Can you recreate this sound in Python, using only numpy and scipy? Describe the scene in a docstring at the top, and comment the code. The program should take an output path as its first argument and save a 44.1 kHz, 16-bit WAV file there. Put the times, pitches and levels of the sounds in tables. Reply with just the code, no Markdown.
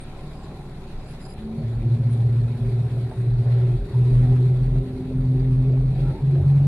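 """Hiss and thin squeaks come first, from inside a truck on rubber snow tracks on packed snow; then the
sound cuts abruptly to the truck on bare paved road, where it gathers speed and the cab booms in swells.
Cleats thump on the road and the drive lugs, three to a cleat, set the cab booming; the engine hums.
Shaped noise makes the rumble, roar, grit and spray; narrow resonances make clunks, buzzes and squeaks.
"""
import sys
import numpy as np
from scipy import signal
from scipy.fft import rfft, irfft, next_fast_len
from scipy.io import wavfile
from scipy.ndimage import uniform_filter1d, map_coordinates

SR = 44100
rng = np.random.default_rng(int(sys.argv[2]) if len(sys.argv) > 2 else 0)


def wrap_up_sound(samples):
    """Save the sound to the file named by the first command line argument, as 16-bit audio."""
    columns = np.atleast_2d(samples).T
    # keep every value between -1 and 1, then stretch to whole-number steps
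    tamed = np.clip(columns, -1, 1)
    steps = np.round(tamed * 32767).astype(np.int16)
    wavfile.write(sys.argv[1], SR, steps)


N = 294147

# the sound cuts abruptly from a truck on packed snow to the truck on bare road
ROAD_S, ROAD_RISE_S = 1.335, 0.03


def amp(db):
    """Decibels to gain."""
    return 10 ** (np.asarray(db) / 20)


def unit(x):
    """Scale to rms 1."""
    return x / np.sqrt(np.mean(x ** 2) + 1e-20)


def along(points, hz):
    """Read (f/Hz, value) points on a log frequency axis."""
    f, v = np.transpose(points)
    return np.interp(np.log(hz + 1), np.log(f + 1), v)


def wobble(rate):
    """A smooth random curve, rate knots a second."""
    knots = rng.standard_normal(int(N * rate / SR) + 4)
    return map_coordinates(knots, [np.arange(N) * rate / SR])


def filtered(x, response):
    """Pass x through a complex response of frequency."""
    m = next_fast_len(N + SR // 2)
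    return irfft(rfft(x, m) * response(np.fft.rfftfreq(m, 1 / SR)), m)[..., :N]


def spread(pair, response):
    """Colour two unrelated signals and mix them to the two microphones, rms 1."""
    # likeness of the left and right microphones: f/Hz, coherence
    alike = [(60, 0.99), (150, 1), (300, 0.98), (550, 0.97), (1000, 0.86), (2000, 0.32), (4000, -0.26),
             (8000, 0.014), (12000, -0.066)]

    def mix(hz):
        turn = np.arccos(np.clip(along(alike, hz), -1, 1)) / 2
        return response(hz) * np.array([np.cos(turn), np.sin(turn)])

    mid, side = filtered(pair, mix)
    return unit(np.array([mid + side, mid - side]))


def patchy(depth_db):
    """Two noises whose colour shifts from moment to moment."""
    z = signal.stft(rng.standard_normal((2, N)), nperseg=512)[2]
    field = uniform_filter1d(rng.standard_normal(z.shape[1:]), size=5, axis=0)
    field = uniform_filter1d(field, size=10, axis=1)
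    return unit(signal.istft(z * amp(depth_db * unit(field)), nperseg=512)[1][:, :N])


def narrow(pitch_hz, width_hz):
    """A fuzzy friction tone at both microphones, rms 1."""
    return spread(rng.standard_normal((2, N)), lambda hz: 1 / (1 + ((hz - pitch_hz) / width_hz) ** 2))


def order(turns, rough, flutter):
    """A line of rms 1 that follows a rotation and flutters in size and phase."""
    sway = 1 + rough * (wobble(flutter) + 1j * wobble(flutter))
    return unit(np.real(sway * np.exp(2j * np.pi * turns)))


def onset(s, rise_s):
    """Rises from 0 to 1, starting at s."""
    return np.clip((np.arange(N) / SR - s) / rise_s, 0, 1)


def swell(s, length):
    """A rounded hump of height 1."""
    return np.abs(np.sin(np.pi * np.clip((np.arange(N) / SR - s) / length, 0, 1))) ** 0.29


def surge(s, length, crest, attack_s, release_s, sag_db):
    """A resonance catches, builds to its crest, sags by sag_db per second squared and lets go."""
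    sag = amp(-sag_db * (np.arange(N) / SR - crest) ** 2)
    return onset(s, attack_s) * (1 - onset(s + length - release_s, release_s)) * sag


def bounded_grain(width_hz):
    """A random phasor for a narrow resonance: its size is held in bounds, its phase wanders."""
    grain = wobble(2 * width_hz) + 1j * wobble(2 * width_hz)
    return grain / np.sqrt(1 + np.abs(grain) ** 2)


def rubs(rows, width_hz):
    """Short bouts of shaking or friction, each in a narrow resonance."""
    t = np.arange(N) / SR
    grain = bounded_grain(width_hz)
    out = np.zeros(N)
    for s, length, hz, db in rows:
        tone = unit(np.real(grain * np.exp(2j * np.pi * hz * t)))
        out += amp(db) * swell(s, length) * tone
    return out


def knocks(rows, t60_s, width_hz):
    """Sharp blows, each dying away in a broad resonance."""
    t = np.arange(N) / SR
    grain = bounded_grain(width_hz)
    out = np.zeros(N)
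    for s, db, hz in rows:
        decay = amp(db - 60 * np.maximum(t - s, 0) / t60_s)
        tone = unit(np.real(grain * np.exp(2j * np.pi * hz * t)))
        out += decay * onset(s, rise_s=.0015) * tone
    return out


def from_right(x, lag_ms):
    """A wave that reaches the left microphone a little later than the right."""
    sides = np.array([[-1], [1]])
    return filtered(x, lambda hz: np.exp(1j * np.pi * hz * lag_ms / 1000 * sides))


def roughness():
    """Extra dB of rumble, roar, grit and spray as the tracks cross rough, gritty stretches."""
    # rough stretches: middle t/s, width/s, then added rumble/dB, roar/dB, grit/dB, spray/dB
    stretches = [(.2, 0.37, -1, 0, 2, 1), (1.15, 0.19, 0, -2, 2.5, 1.5), (1.7, .3, 1, 1.5, 0.5, 0),
                 (2.17, .09, 1.5, 1.5, 2, 3), (2.69, .05, 1, -0.5, 2, 3), (2.85, 0.7, 1, 0, 1.8, 2.5),
                 (3.33, .06, 0, 0.5, -2, -3), (3.57, 0.14, -1, 6.5, 3.5, 1.5), (4.22, 0.36, 3, 3.5, 4.5, 5),
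                 (6.062, 0.11, 3.5, 7, 4, 3), (6.549, 0.12, -1, 4.5, 2.5, 3)]
    t = np.arange(N) / SR
    return sum(np.outer(dbs, np.exp(-((t - s) / width) ** 2)) for s, width, *dbs in stretches)


def squeaks():
    """Dry joints stick and slip, and a bearing whines, each in a narrow band of friction noise."""
    # thin metallic squeals: start t/s, length/s, crest t/s, level/dB
    squeals = [(.24, .27, 0.39, -66), (.95, .215, 1.2, -62.5), (1.19, 0.16, 1.3, -57)]
    # resonances of the squealing joint: f/Hz, width/Hz, relative level/dB
    squeal_modes = [(4930, 70, -1), (7390, 80, -8)]
    # chirps of a dry joint: t/s, length/s, f/Hz, level/dB
    chirps = [(0.005, 0.038, 8700, -51.5), (.43, .03, 7300, -64), (1.074, 0.056, 9940, -60),
              (1.2, 0.081, 9960, -58.5), (1.28, 0.068, 9940, -56), (2.098, 0.05, 9270, -56)]
    # thin whines of a bearing: t/s, length/s, f/Hz, level/dB
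    whines = [(1.85, 4.9, 8680, -78), (3.08, .24, 8690, -68)]
    rubbing = sum(amp(db) * surge(s, length, crest, attack_s=0.028, release_s=0.024, sag_db=90)
                  for s, length, crest, db in squeals)
    ringing = sum(amp(db) * narrow(hz, width) for hz, width, db in squeal_modes)
    squeal = rubbing * unit(amp(2.8 * wobble(80))) * ringing
    return squeal + np.array([rubs(chirps, width_hz=170) + rubs(whines, width_hz=56) for _ in range(2)])


def rattle(rate, level_db, width_hz):
    """A loose metal fitting rings from light random taps, and harder when jolted."""
    # resonances of the fitting: f/Hz, relative level/dB
    fitting_modes = [(4450, 2), (7350, -8)]
    # jolts of the fitting: t/s, level/dB, f/Hz
    ticks = [(1.726, -56, 3810), (2.145, -55, 3830), (4.63, -56, 4400), (5.395, -56, 4670)]
    taps = (rng.random((2, N)) < rate / SR) * rng.uniform(0.37, 1, (2, N))
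    jolts = np.array([knocks(ticks, t60_s=.1, width_hz=200) for _ in range(2)])
    ring = lambda hz: sum(amp(db) / (1 + 1j * (hz - c) / width_hz) for c, db in fitting_modes)
    return jolts + amp(level_db) * spread(taps, ring)


def panel_buzz():
    """A body panel buzzes in bouts, each in a narrow resonance."""
    # bouts of buzzing: t/s, length/s, f/Hz, level/dB
    buzzes = [(1.4, 0.35, 385, -44.5), (1.82, 0.14, 355.5, -41), (2.1, 4.4, 388, -43.5),
              (2.48, 0.35, 391.7, -44), (3.56, 0.21, 372, -36.5), (3.96, .21, 378, -38.5),
              (4.28, 0.27, 378.3, -37), (4.78, 0.23, 383, -39.5), (5.26, 0.17, 390, -37),
              (5.62, 0.19, 393.6, -37), (6.32, 0.11, 362, -37)]
    return rubs(buzzes, width_hz=24)


def belt_scrubs():
    """The belts scrub on the ground, friction heard in a narrow resonance."""
    # bouts of scrubbing: t/s, length/s, f/Hz, level/dB
    scrub_rows = [(.1, .6, 1033, -58), (.4, 0.32, 790, -53), (3.38, 0.19, 740, -51.5),
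                  (4.25, 0.1, 758, -45.5), (6.045, 0.1, 1361, -54), (6.05, 0.19, 885, -49)]
    return rubs(scrub_rows, width_hz=75)


def slush():
    """Grit crackles on the belts and spray hisses on the body in spurts; packed snow adds a hiss."""
    # colour of the grit: f/Hz, relative level/dB per Hz
    grit_colour = [(590, -24), (1000, -2.5), (1230, -8.5), (1340, -6), (1540, -7.5), (2520, -8),
                   (2970, -14), (3930, -8), (4580, -14), (5600, -26.5), (7280, -54.5), (12300, -120)]
    # colour of the fine spray: f/Hz, relative level/dB per Hz
    spray_colour = [(4000, -31), (5300, -3), (7800, -4), (8700, 0.5), (10000, 1.5), (11500, -5.5),
                    (13500, -14), (15500, -17.5)]
    # colour of the snow hiss: f/Hz, relative level/dB per Hz
    snow_colour = [(2500, -24.5), (5500, 1), (7500, 0.5), (10000, -7), (14000, -17)]
    _, _, grit_db, spray_db = roughness()
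    spurts = amp(0.8 * wobble(28) + 0.64 * wobble(110))
    stones = (rng.random((2, N)) < 300 / SR) * rng.standard_normal((2, N))
    crackle = patchy(depth_db=1.9) + 0.3 * unit(stones)
    grit = amp(-55 + grit_db) * spread(crackle, lambda hz: amp(along(grit_colour, hz)))
    fine = patchy(depth_db=1.8)
    spray = amp(-66.5 + spray_db) * spread(fine, lambda hz: amp(along(spray_colour, hz)))
    flakes = patchy(depth_db=2.5)
    snow = amp(-71 + grit_db) * spread(flakes, lambda hz: amp(along(snow_colour, hz)))
    return spurts * (grit + spray + (1 - onset(ROAD_S, ROAD_RISE_S)) * snow)


def clunks():
    """A track frame knocks against its stop: a short crack and a dull ring through the floor."""
    # blows of the track frames: t/s, level/dB, f/Hz
    blows = [(.515, -38, 419), (2.79, -41.5, 584), (2.968, -41.5, 568), (3.113, -39.5, 751),
             (3.941, -42, 900), (4.757, -39, 620), (5.694, -40, 535), (5.733, -39, 560),
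             (5.959, -39.5, 570), (6.355, -38, 538)]
    crack_db, crack_t60_s, crack_hz = -8, .05, 800  # level against the ring
    t = np.arange(N) / SR
    contact = sum(amp(db - 60 * np.maximum(t - s, 0) / crack_t60_s) * (t > s) for s, db, _ in blows)
    crack = unit(filtered(rng.standard_normal(N), lambda hz: hz / (1 + (hz / crack_hz) ** 3)))
    return knocks(blows, t60_s=0.14, width_hz=170) + amp(crack_db) * contact * crack


def bumps():
    """A bump sets the cab air or the suspension ringing as a decaying sine."""
    # bumps that knock the cab: t/s, level before attack and decay/dB, f/Hz, t60/s
    bump_rows = [(0.237, -24, 147, 0.13), (0.894, -21, 338, 0.04), (0.935, -23.5, 24.3, 0.37),
                 (1.1, -25.5, 136, 0.16), (1.575, -15, 145, 0.2)]
    out = np.zeros(N)
    for s, db, hz, t60 in bump_rows:
        age = np.maximum(np.arange(N) / SR - s, 0)
        attack = (1 - np.exp(-age / 0.005)) ** 2
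        out += amp(db - 60 * age / t60) * attack * np.sin(2 * np.pi * hz * age)
    return out


def engine(firings):
    """The engine shakes on its mounts while coasting; under load it hums at twice the firing rate."""
    # swells of the hum under load: start t/s, length/s, crest t/s, level/dB, roughness
    hum_swells = [(1.295, 0.49, 1.62, -33.5, 0.15), (1.7, 1.2, 2.3, -38.5, 0.88),
                  (4.017, 0.49, 4.26, -33, 0.2), (4.563, 1.397, 5.39, -32, 0.12), (6, 0.28, 6.1, -37, 0.5)]
    # engine shake: multiple of the cycle rate, relative level/dB
    shake_orders = [(1, -40), (2, -48), (3, -44), (5, -48.5)]
    cycles = firings / 6
    load = onset(1.37, rise_s=0.27)  # the driver opens the throttle
    hum = np.zeros(N)
    for s, length, crest, db, rough in hum_swells:
        shape = surge(s, length, crest, attack_s=0.17, release_s=0.23, sag_db=11)
        hum += amp(db) * shape * order(2 * firings, rough, flutter=24)
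    ragged = load * amp(-48.5) * order(2 * firings, rough=1.5, flutter=30)
    shake = sum(amp(db) * order(k * cycles, rough=.28, flutter=4.1) for k, db in shake_orders)
    return hum + ragged + (.92 - 0.89 * load) * shake


def cab(hz):
    """Resonances of the cab's panels and air; its padding soaks up the treble."""
    # cab resonances: f/Hz, width/Hz, relative level/dB
    cab_modes = [(37.2, 16, 1.5), (52.7, 34, -9.5), (90, 33, -8.5), (141, 27.2, 2), (190.2, 24.8, -2),
                 (225, 40.7, -6), (304, 61, -9.5), (380.4, 60, -6.5), (433, 120, -15)]
    total = 0
    for k, (c, width, db) in enumerate(cab_modes):
        damping = 1j * hz * width
        total = total + (-1) ** k * amp(db) * damping / (c * c - hz * hz + damping)
    return total / (1 + (hz / 620) ** 4)


def rolling(lugs, octaves):
    """Cleat impacts shake the cab, more with speed, and roar in the wheel wells."""
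    # rough orders of the cleat rate: multiple, relative level/dB
    cleat_orders = [(4, -5), (9, -11.5), (13, -15.5), (18, -18.5)]
    # colour of the roar on bare road: f/Hz, relative level/dB per Hz
    roar_colour = [(250, -41), (430, 5.5), (490, -1), (545, 6), (590, 0), (635, 2), (690, -4), (745, 1.5),
                   (900, -8.5), (1200, -19.5), (1360, -13), (1600, -33.5), (3000, -52)]
    snow_tilt = [(300, 15.5), (420, -3.5), (500, -3.5), (900, 3.5)]  # added on snow: f/Hz, level/dB
    cushion_hz = 70  # packed snow soaks up the rumble below this
    snow_bite = 0.48  # how hard the cleats strike on snow, against bare road
    rumble_db, roar_db, _, _ = roughness()
    shaking = amp(-35.5 + 16.5 * octaves + rumble_db)  # dB at cruise, dB per octave of speed
    bare = onset(ROAD_S, ROAD_RISE_S)

    cleats = lugs / 3
    slap = 1 + 0.052 * np.cos(2 * np.pi * cleats) + 0.3 * np.cos(2 * np.pi * lugs)
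    rumble = spread(slap * rng.standard_normal((2, N)), cab)
    cushioned = filtered(rumble, lambda hz: hz ** 4 / (hz ** 4 + cushion_hz ** 4))
    rumble = bare * rumble + (1 - bare) * cushioned
    bite = snow_bite + (1 - snow_bite) * bare
    lines = sum(amp(db) * order(k * cleats, rough=1.5, flutter=4.5 * k) for k, db in cleat_orders)
    lines = bite * amp(-11.5) * lines

    on_road = spread(slap * patchy(depth_db=2.5), lambda hz: amp(along(roar_colour, hz)))
    snow_response = lambda hz: amp(along(roar_colour, hz) + along(snow_tilt, hz))
    on_snow = spread(patchy(depth_db=1.8), snow_response)
    roar = np.sqrt(bare) * on_road + np.sqrt(1 - bare) * on_snow
    return shaking * (rumble + lines) + amp(-49 + roar_db + 0.62 * wobble(60)) * roar


def thumping(lugs, octaves):
    """Cleats patter at a third of the lug rate, harder with speed, and thump in bouts."""
    # bouts of thumping: t/s, length/s, multiple of the cleat rate, level/dB
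    thumps = [(1.77, .08, 1, -30), (2.362, .11, 1, -30), (2.622, .09, 1, -32), (3.3, .1, 1, -26.5),
              (3.727, 0.16, 1, -23.5), (4.108, 0.22, 1, -21.5), (4.603, 0.24, 1, -24),
              (5.162, 0.098, 1, -26), (5.345, 0.39, 1, -26.5), (5.767, 0.15, 1, -26.5),
              (5.97, 0.14, 1, -25.5), (6.361, 0.1, 2, -23.5), (6.534, 0.11, 2, -30)]
    cleats = lugs / 3
    # dB at cruise, dB per octave of speed
    patter = amp(-45.5 + 30 * octaves) * onset(ROAD_S, ROAD_RISE_S)

    def bouts(multiple):
        """Level of the bouts at one multiple of the cleat rate."""
        return sum(amp(db) * swell(s, length) for s, length, k, db in thumps if round(k) == multiple)

    single = np.hypot(bouts(1), patter) * order(cleats, rough=0.3, flutter=22)
    double = np.hypot(bouts(2), amp(3.5) * patter) * order(2 * cleats, rough=1.0, flutter=22)
    return single + double


def drone(lugs):
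    """Lugs boom in the cab in swells; an off-centre sprocket makes each throb once a turn."""
    # boom swells: start t/s, length/s, crest t/s, level/dB, throb share
    booms = [(1.622, .22, 1.85, -25, 0.092), (1.835, .155, 1.88, -19, 0.51), (1.98, 0.22, 2.1, -20.5, 0.47),
             (2.175, .32, 2.28, -19, 0.29), (2.477, .11, 2.5, -26.5, 0.62), (2.591, .31, 2.8, -21.5, 0.53),
             (2.895, 0.21, 3.04, -24, 0.35), (3.16, .11, 3.22, -22.5, .1), (3.251, 0.2, 3.34, -19, 0.22),
             (3.441, 0.35, 3.58, -18, .18), (3.931, .73, 4.22, -15.5, 0.13), (4.641, .2, 4.7, -21.5, .4),
             (4.83, .32, 5, -35, .4), (5.13, .11, 5.17, -22, 0.23), (5.225, 0.75, 5.6, -18.5, 0.13),
             (5.949, .2, 6.08, -21.5, 0.44), (6.21, .24, 6.33, -18, 0.24), (6.44, .26, 6.52, -15.5, 0.15)]
    sprocket = lugs / 7  # turns
    tone = order(lugs, rough=.12, flutter=30)
    out = amp(-46) * onset(ROAD_S, ROAD_RISE_S) * tone  # between swells
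    for s, length, crest, db, throb in booms:
        turns = sprocket - np.interp(s * SR, np.arange(N), sprocket)  # counted from the start of the swell
        beside = order(lugs + turns, rough=.3, flutter=27)
        shape = surge(s, length, crest, attack_s=0.029, release_s=.035, sag_db=25)
        out += amp(db) * shape * (tone - throb * beside)
    return out


def scene():
    """The belt speed drives the engine and the running gear, all heard in the cab."""
    # rate at which the drive lugs meet the sprocket, and the engine fires: t/s, f/Hz
    speed_points = [(.7, 109.6), (1.3, 104.5), (1.6, 114.1), (2, 116.7), (2.5, 117.2), (3.4, 119.7),
                    (4.2, 124.1), (4.8, 128.1), (5.7, 129.3), (6, 131.3), (6.5, 139)]
    s, hz = np.transpose(speed_points)
    speed = np.interp(np.arange(N) / SR, s, hz)
    lugs = np.cumsum(speed) / SR
    octaves = np.log2(speed / 120)  # against a cruise of 120 lugs a second
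    around = squeaks() + rattle(rate=15, level_db=-72.0, width_hz=110) + slush() + rolling(lugs, octaves)
    body = panel_buzz() + belt_scrubs() + clunks() + bumps() + engine(lugs)
    body = body + thumping(lugs, octaves) + drone(lugs)
    return around + from_right(body, lag_ms=0.05)


def record(dry):
    """The microphones keep nothing above their band limit."""
    return filtered(dry, lambda hz: hz < 15700)


dry = scene()
out = record(dry)
wrap_up_sound(out)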